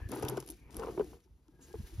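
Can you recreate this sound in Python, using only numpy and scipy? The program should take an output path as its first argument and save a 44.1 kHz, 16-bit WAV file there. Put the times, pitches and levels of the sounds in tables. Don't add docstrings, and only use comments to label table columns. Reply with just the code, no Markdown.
import sys
import numpy as np
from scipy import signal
from scipy.fft import rfft, irfft, next_fast_len
from scipy.io import wavfile
from scipy.ndimage import map_coordinates

SR = 44100
rng = np.random.default_rng(int(sys.argv[2]) if len(sys.argv) > 2 else 0)


def undo_db(level):
    steps = np.asarray(level, float) / 20
    return 10 ** steps


def transcribe(u):
    v = np.clip(np.atleast_2d(u).T, -1, 1)
    q = np.round(v * 32767).astype(np.int16)
    wavfile.write(sys.argv[1], SR, q)


N = 88200
TIME = np.arange(N) / SR


def unit(x):
    return x / np.sqrt(np.mean(x ** 2) + 1e-20)


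def along(points, hz):
    f, v = np.transpose(points)
    return np.interp(np.log(hz + 1), np.log(f + 1), v)


def curves(rows):
    s, *cols = np.transpose(rows)
    return [np.interp(TIME, s, c) for c in cols]


def wobble(rate):
    knots = rng.standard_normal(int(N * rate / SR) + 4)
    return map_coordinates(knots, [np.arange(N) * rate / SR])


def filtered(x, response):
    m = next_fast_len(N + SR // 4)
    return irfft(rfft(x, m) * response(np.fft.rfftfreq(m, 1 / SR)), m)[..., :N]


def resonances(modes):
    def response(f):
        total = 0
        for k, (hz, width, db) in enumerate(modes):
            peak = 1j * f * width / (hz * hz - f * f + 1j * f * width)
            total = total + (-1) ** k * undo_db(db) * peak
        return total
    return response


def grit(per_s, spread_db):
    chance, sign, size = rng.random((3, N))
    slips = (chance < per_s / SR) * np.sign(sign - .5)
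    return unit(slips * undo_db(-spread_db * np.log(size + 0.00061)))


def add(x, s, piece):
    i = round(s * SR)
    x[i:i + len(piece)] += piece[:len(x) - i]


# time in seconds, strength in dB, brightness of the edge in dB.
DRAG_STROKES = [(0, -69, 4.5), (.085, -60.5, -21), (.125, -39.5, -8.5), (.2, -46.5, -11), (.25, -45.5, -2),
                (.34, -42.5, -8), (.44, -58, -9.5), (.53, -53.5, -55), (.57, -81.5, -7), (.69, -67.5, -4.5),
                (.79, -48, -9.5), (.9, -44.5, -9), (1.04, -51.5, -57), (1.17, -62.5, -11),
                (1.22, -78.5, -11), (1.45, -82.5, -4), (1.62, -66.5, -9.5), (2, -66.5, -6.5)]
# pitch in Hz, width in Hz, level in dB.
BOX_TONES = [(185, 400, -22.5), (346.3, 87.4, 5.5), (495, 31, -5), (657, 123, -13.5)]
# pitch in Hz, width in Hz, level in dB.
EDGE_TONES = [(606, 283, -3.5), (934, 175, 2.5), (1267, 126, -5), (1473, 118, -6), (2470, 1540, -19.5)]


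def scrape():
    drag_db, edge_db = curves(DRAG_STROKES)
    slips = grit(per_s=2200, spread_db=3) * undo_db(drag_db + 0.81 * wobble(40.42))
    soft = filtered(slips, lambda f: 1 / (1 + 1j * f / 900) ** 2)
    palm = np.clip((0.45 - TIME) / 0.032, .15, 1)
    boom = undo_db(6.5) * filtered(soft * palm, resonances([(128.6, 14, 0)]))
    box = filtered(soft, resonances(BOX_TONES))
    edge = filtered(slips * undo_db(edge_db), lambda f: resonances(EDGE_TONES)(f) / (1 + 1j * f / 3000))
    return 9 * (box + boom) + 9 * edge


# time in seconds, level in dB.
TABLE_SHAKE = [(0, -54), (.15, -51.5), (.4, -59.5), (.6, -60), (.78, -51), (.95, -55.5), (1.1, -53.5),
               (1.22, -69), (1.32, -62), (1.43, -69), (1.6, -60.5), (2, -55)]
# frequency in Hz, level in dB per Hz.
TABLE_COLOUR = [(20, -29), (55, 11.5), (90, -1.5), (150, -3), (300, -12), (500, -25.5), (900, -44)]
# time in seconds, peak in dB, pitch in Hz.
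TABLE_PUSHES = [(.027, -33.5, 68.6), (0.063, -31, 81), (0.244, -31.5, 102), (0.665, -49, 53.3),
                (0.783, -40.5, 57), (1.76, -44, 84), (1.792, -36, 91), (1.805, -34, 99),
                (1.843, -39.5, 54.4), (1.866, -55, 55), (1.918, -56, 89.5), (1.938, -45.5, 58.3),
                (1.96, -40.5, 71.5), (1.988, -34.5, 105), (1.998, -27.5, 107)]


def table_thuds():
    shake_db, = curves(TABLE_SHAKE)
    rumble = unit(filtered(rng.standard_normal(N), lambda f: undo_db(along(TABLE_COLOUR, f))))
    out = rumble * undo_db(shake_db + 1.5 * wobble(13.8))
    for s, db, hz in TABLE_PUSHES:
        swing = np.cos(2 * np.pi * hz * (TIME - s))
        out = out + undo_db(db) * swing * np.exp(-((TIME - s) * hz / 0.57) ** 2)
    return out


# time in seconds, level in dB.
SKIN_BRUSH = [(0, -69), (.08, -75.5), (.12, -54.5), (.4, -62.5), (.44, -65.5), (.52, -61), (.6, -73.5),
              (.695, -83), (.708, -68), (.79, -61), (1.15, -66), (1.19, -76), (1.25, -78), (1.27, -84),
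              (1.46, -84), (1.6, -80), (1.615, -65.5), (2, -62.5)]
# frequency in Hz, level in dB per Hz.
SKIN_COLOUR = [(600, -35), (1500, 0), (3000, -1), (5000, -1), (7000, -0.5), (11000, -1.5), (13500, -6.5),
               (16000, -3.5)]
# middle in seconds, length in seconds, level in dB, pitch in Hz, width in Hz.
FINGER_SQUEAKS = [(0.014, 0.33, -63, 1720, 230), (0.016, 0.12, -69.5, 2420, 770),
                  (1.238, 0.025, -78.5, 5750, 715), (1.637, 0.042, -61.5, 6900, 2000),
                  (1.73, 0.32, -75, 1640, 52), (1.75, 0.019, -62, 960, 180), (2.1, 0.014, -59, 900, 180),
                  (1.28, 0.015, -78, 920, 150), (0.66, 0.21, -74, 2340, 400),
                  (0.72, 0.26, -77.5, 1800, 500), (0.87, 0.008, -42, 960, 270),
                  (0.837, 0.0069, -35, 1040, 480)]


def fingers():
    brush_db, = curves(SKIN_BRUSH)
    fine = rng.standard_normal(N) + .5 * grit(per_s=1200, spread_db=3)
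    hiss = unit(filtered(fine, lambda f: undo_db(along(SKIN_COLOUR, f))))
    out = hiss * undo_db(brush_db + 1.3 * wobble(70))
    for s, length, db, hz, width_hz in FINGER_SQUEAKS:
        band = unit(filtered(rng.standard_normal(N), lambda f: resonances([(hz, width_hz, 0)])(f) ** 2))
        swell = np.exp(-((TIME - s) / length * 2) ** 2)
        out = out + band * undo_db(db + 1.1 * wobble(60.86)) * swell
    return out


# time in seconds, peak in dB, lower treble in dB, length in milliseconds.
FILM_SNAPS = [(0.0885, -45.5, -9, 3.2), (0.092, -44, -23, 2.2), (0.096, -47, -24, 2.9),
              (0.1169, -32, -15, 3.1), (0.138, -49, -24, 1.2), (0.1503, -41, -26, 3),
              (0.156, -33, -38, 1.6), (0.1596, -38, -26, 1.6), (0.179, -56, -18, 0.93),
              (0.197, -39, -38, 2.4), (0.2247, -36.5, -14.5, 4.9), (0.231, -42.5, -7, 5.9),
              (0.2494, -39.5, -10, 3.7), (0.2864, -25.5, -14, 3.1), (0.283, -34, -3, 1.8),
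              (0.2958, -29.5, -29, 5.1), (0.3705, -43.5, -3, 4.7), (0.376, -48.5, 2, 2.4),
              (0.4014, -36.5, -14, 5.4), (0.4112, -47, -22, 1.8), (0.425, -53.5, -1, 2.7),
              (0.4619, -38.5, -27, 1.7), (0.4756, -44, -13.5, 6.9), (0.488, -41.5, -12, 5.3),
              (0.5009, -30.5, -19.5, 2.3), (0.5072, -32.5, -22, 2.4), (0.514, -39, -34, 1.6),
              (0.5206, -46, -15, 2.2), (0.7064, -59, 0.5, 2), (0.7274, -56, -4, 1.7),
              (0.7437, -44.5, -5, 1.6), (0.7668, -30.5, -23, 2.9), (0.7955, -52.5, 5, 3),
              (0.81, -61, -4, 2), (0.823, -64, -4, 1.5), (0.83, -65, -2, 1.5), (0.8578, -58, 1, 2.5),
              (0.994, -53, -6, 0.97), (1.481, -65.5, -1.5, 1.7), (1.61, -67, -5, 1.8), (1.728, -63, 5, 2.5)]
# pitch in Hz, width in Hz, level in dB.
FILM_HIGH_TONES = [(10500, 2340, -3.5), (13500, 2800, -16)]
# pitch in Hz, width in Hz, level in dB.
FILM_LOW_TONES = [(3070, 950, -2.5), (5250, 830, 1.5), (7340, 1400, 0)]


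def ticks():
    high, low = np.zeros((2, N))
    t = np.arange(-SR // 100, SR // 60) / SR
    for s, db, low_db, ms in FILM_SNAPS:
        rate = 2500 * np.where(t < 0, 1.6, .85) / max(ms, .3)
        burst = undo_db(db + 8.0) * np.exp(-np.abs(t) * rate) * rng.standard_normal((2, len(t)))
        start = s + t[0] + .0012
        add(high, start, burst[0])
        add(low, start, burst[1] * undo_db(low_db + 2.0))
    bright = filtered(high, lambda f: resonances(FILM_HIGH_TONES)(f) / (1 + (f / 13500) ** 8))
    return bright + filtered(low, resonances(FILM_LOW_TONES))


# time in
# seconds, peak in dB, ring in Hz, edge in dB, time to fade by 60 dB in milliseconds.
BOX_KNOCKS = [(0.093, -39, 260, -16.5, 38), (.122, -42, 510.4, -7, 59), (.163, -30.5, 367, -15.5, 40),
              (.229, -24.5, 416.4, -9.5, 29), (.263, -31, 427, -17, 35), (.324, -27.5, 384, -18, 26),
              (.334, -35, 350, -17, 28), (.376, -24, 380.4, -10, 32), (0.428, -43, 323, -3.5, 24),
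              (0.488, -44.5, 307, -19.5, 77), (.581, -61, 285, -11.5, 50), (0.61, -57.5, 288, -26, 47),
              (.754, -36.5, 323, -22.5, 29), (.788, -39.5, 470, -15, 36), (.796, -31, 437, -12.5, 47),
              (0.813, -32.5, 429, -15, 39), (.823, -37.5, 512, -4.5, 52), (.848, -30.5, 426, -15, 26.5),
              (0.873, -30.5, 420, -15.5, 28), (.885, -32.5, 460, -13.5, 43), (.898, -40.5, 449, -16.5, 48),
              (.978, -23.5, 369, -16.5, 33), (.998, -17, 414.5, -19.5, 27), (1.0099, -20.5, 412, -19, 24),
              (1.021, -32, 366, -21, 47), (1.133, -49, 467, -9.5, 70), (1.257, -58.5, 366, -22, 53),
              (1.485, -50.5, 305, -23, 47), (1.601, -52.5, 262, -35, 99), (1.708, -47, 362, -18.5, 50),
              (1.742, -31, 433, -20, 34), (1.755, -42, 337, -20.5, 54), (1.796, -37.5, 209, -36, 45.5),
              (1.843, -53.5, 410, -27, 34), (1.926, -50, 339, -25, 67)]


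def knocks():
    ring, slaps, t = np.zeros(N), np.zeros(N), np.arange(SR // 8) / SR
    glide_s = 0.0018
    for s, db, hz, edge_db, t60_ms in BOX_KNOCKS:
        t60 = max(t60_ms, 8) / 1000
        glide = 1.77 * min(undo_db(edge_db + 6.5), 1.5)
        angle = 2 * np.pi * hz * (t + glide * glide_s * (1 - np.exp(-t / glide_s)))
        tone = np.sin(angle) + 0.24 * np.sin(angle * .82 + 6 * rng.random()) + 0.18 * np.sin(angle / 2)
        rise = (1 - np.exp(-t / (.2 * t60))) ** 2
        add(ring, s - .003, undo_db(db + 14.5 - 60 * t / t60) * rise * tone)
        snap = (1 - np.exp(-t / 0.00051)) * (1 + 0.85 * np.exp(-t / 0.00095))
        slap = undo_db(db + edge_db + 19.5 - 60 * t / t60) * snap * rng.standard_normal(len(t))
        add(slaps, s - .003, slap)
    return ring + filtered(slaps, lambda f: resonances(EDGE_TONES)(f) / (1 + 1j * f / 2600) ** 2)


# frequency in Hz, level in dB.
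SCATTER = [(60, -12), (400, -14), (800, -8), (1300, -11), (2500, -3), (6000, -9), (7600, -30), (9000, -30),
           (10500, -16), (14000, -14)]
# frequency in Hz, level in dB.
FROM_SIDE = [(6500, -41.5), (7600, -14.5), (8800, 0), (10500, -33), (16000, -21)]


def scene():
    body = scrape() + knocks()
    snaps, skin = ticks(), fingers()
    near = body + snaps + skin + table_thuds()
    z = signal.stft(near, nperseg=1024)[2]
    phase = np.cumsum(.8 * rng.standard_normal(z.shape), 0)
    scattered = signal.istft(1j * z * np.exp(1j * phase), nperseg=1024)[1][:N]
    reach = undo_db(3) * np.exp(-((TIME - 0.766) / .12 * 2) ** 4)
    side = 0.32 * snaps + (0.07 + reach) * skin
    unlike = filtered(scattered, lambda f: undo_db(along(SCATTER, f)))
    unlike = unlike + filtered(side, lambda f: undo_db(along(FROM_SIDE, f)))
    return np.array([near + unlike, near - unlike])


def roll_off(x):
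    return signal.sosfilt(signal.butter(12, 15900, fs=SR, output="sos"), x)


# frequency in Hz, phase in radians.
PORT_LEAD = [(800, 0), (2500, .8), (5700, -.1), (7450, -2.3), (7800, -3.12), (8550, -3.16), (8900, -3.9),
             (11100, -6.2), (12300, -6.4), (14600, -9.4)]
# frequency in Hz, left over right in dB.
PORT_LEVEL = [(60, .5), (400, 2.3), (1200, 1.2), (3000, 4), (6000, 2.5), (7600, 0)]


def record(dry):
    half = np.array([[.5], [-.5]])

    def ports(f):
        turn = np.exp(1j * half * along(PORT_LEAD, f))
        return turn * undo_db(half * along(PORT_LEVEL, f)) * (f < 15900)

    return roll_off(filtered(dry, ports))


dry = scene()
out = record(dry)
transcribe(out)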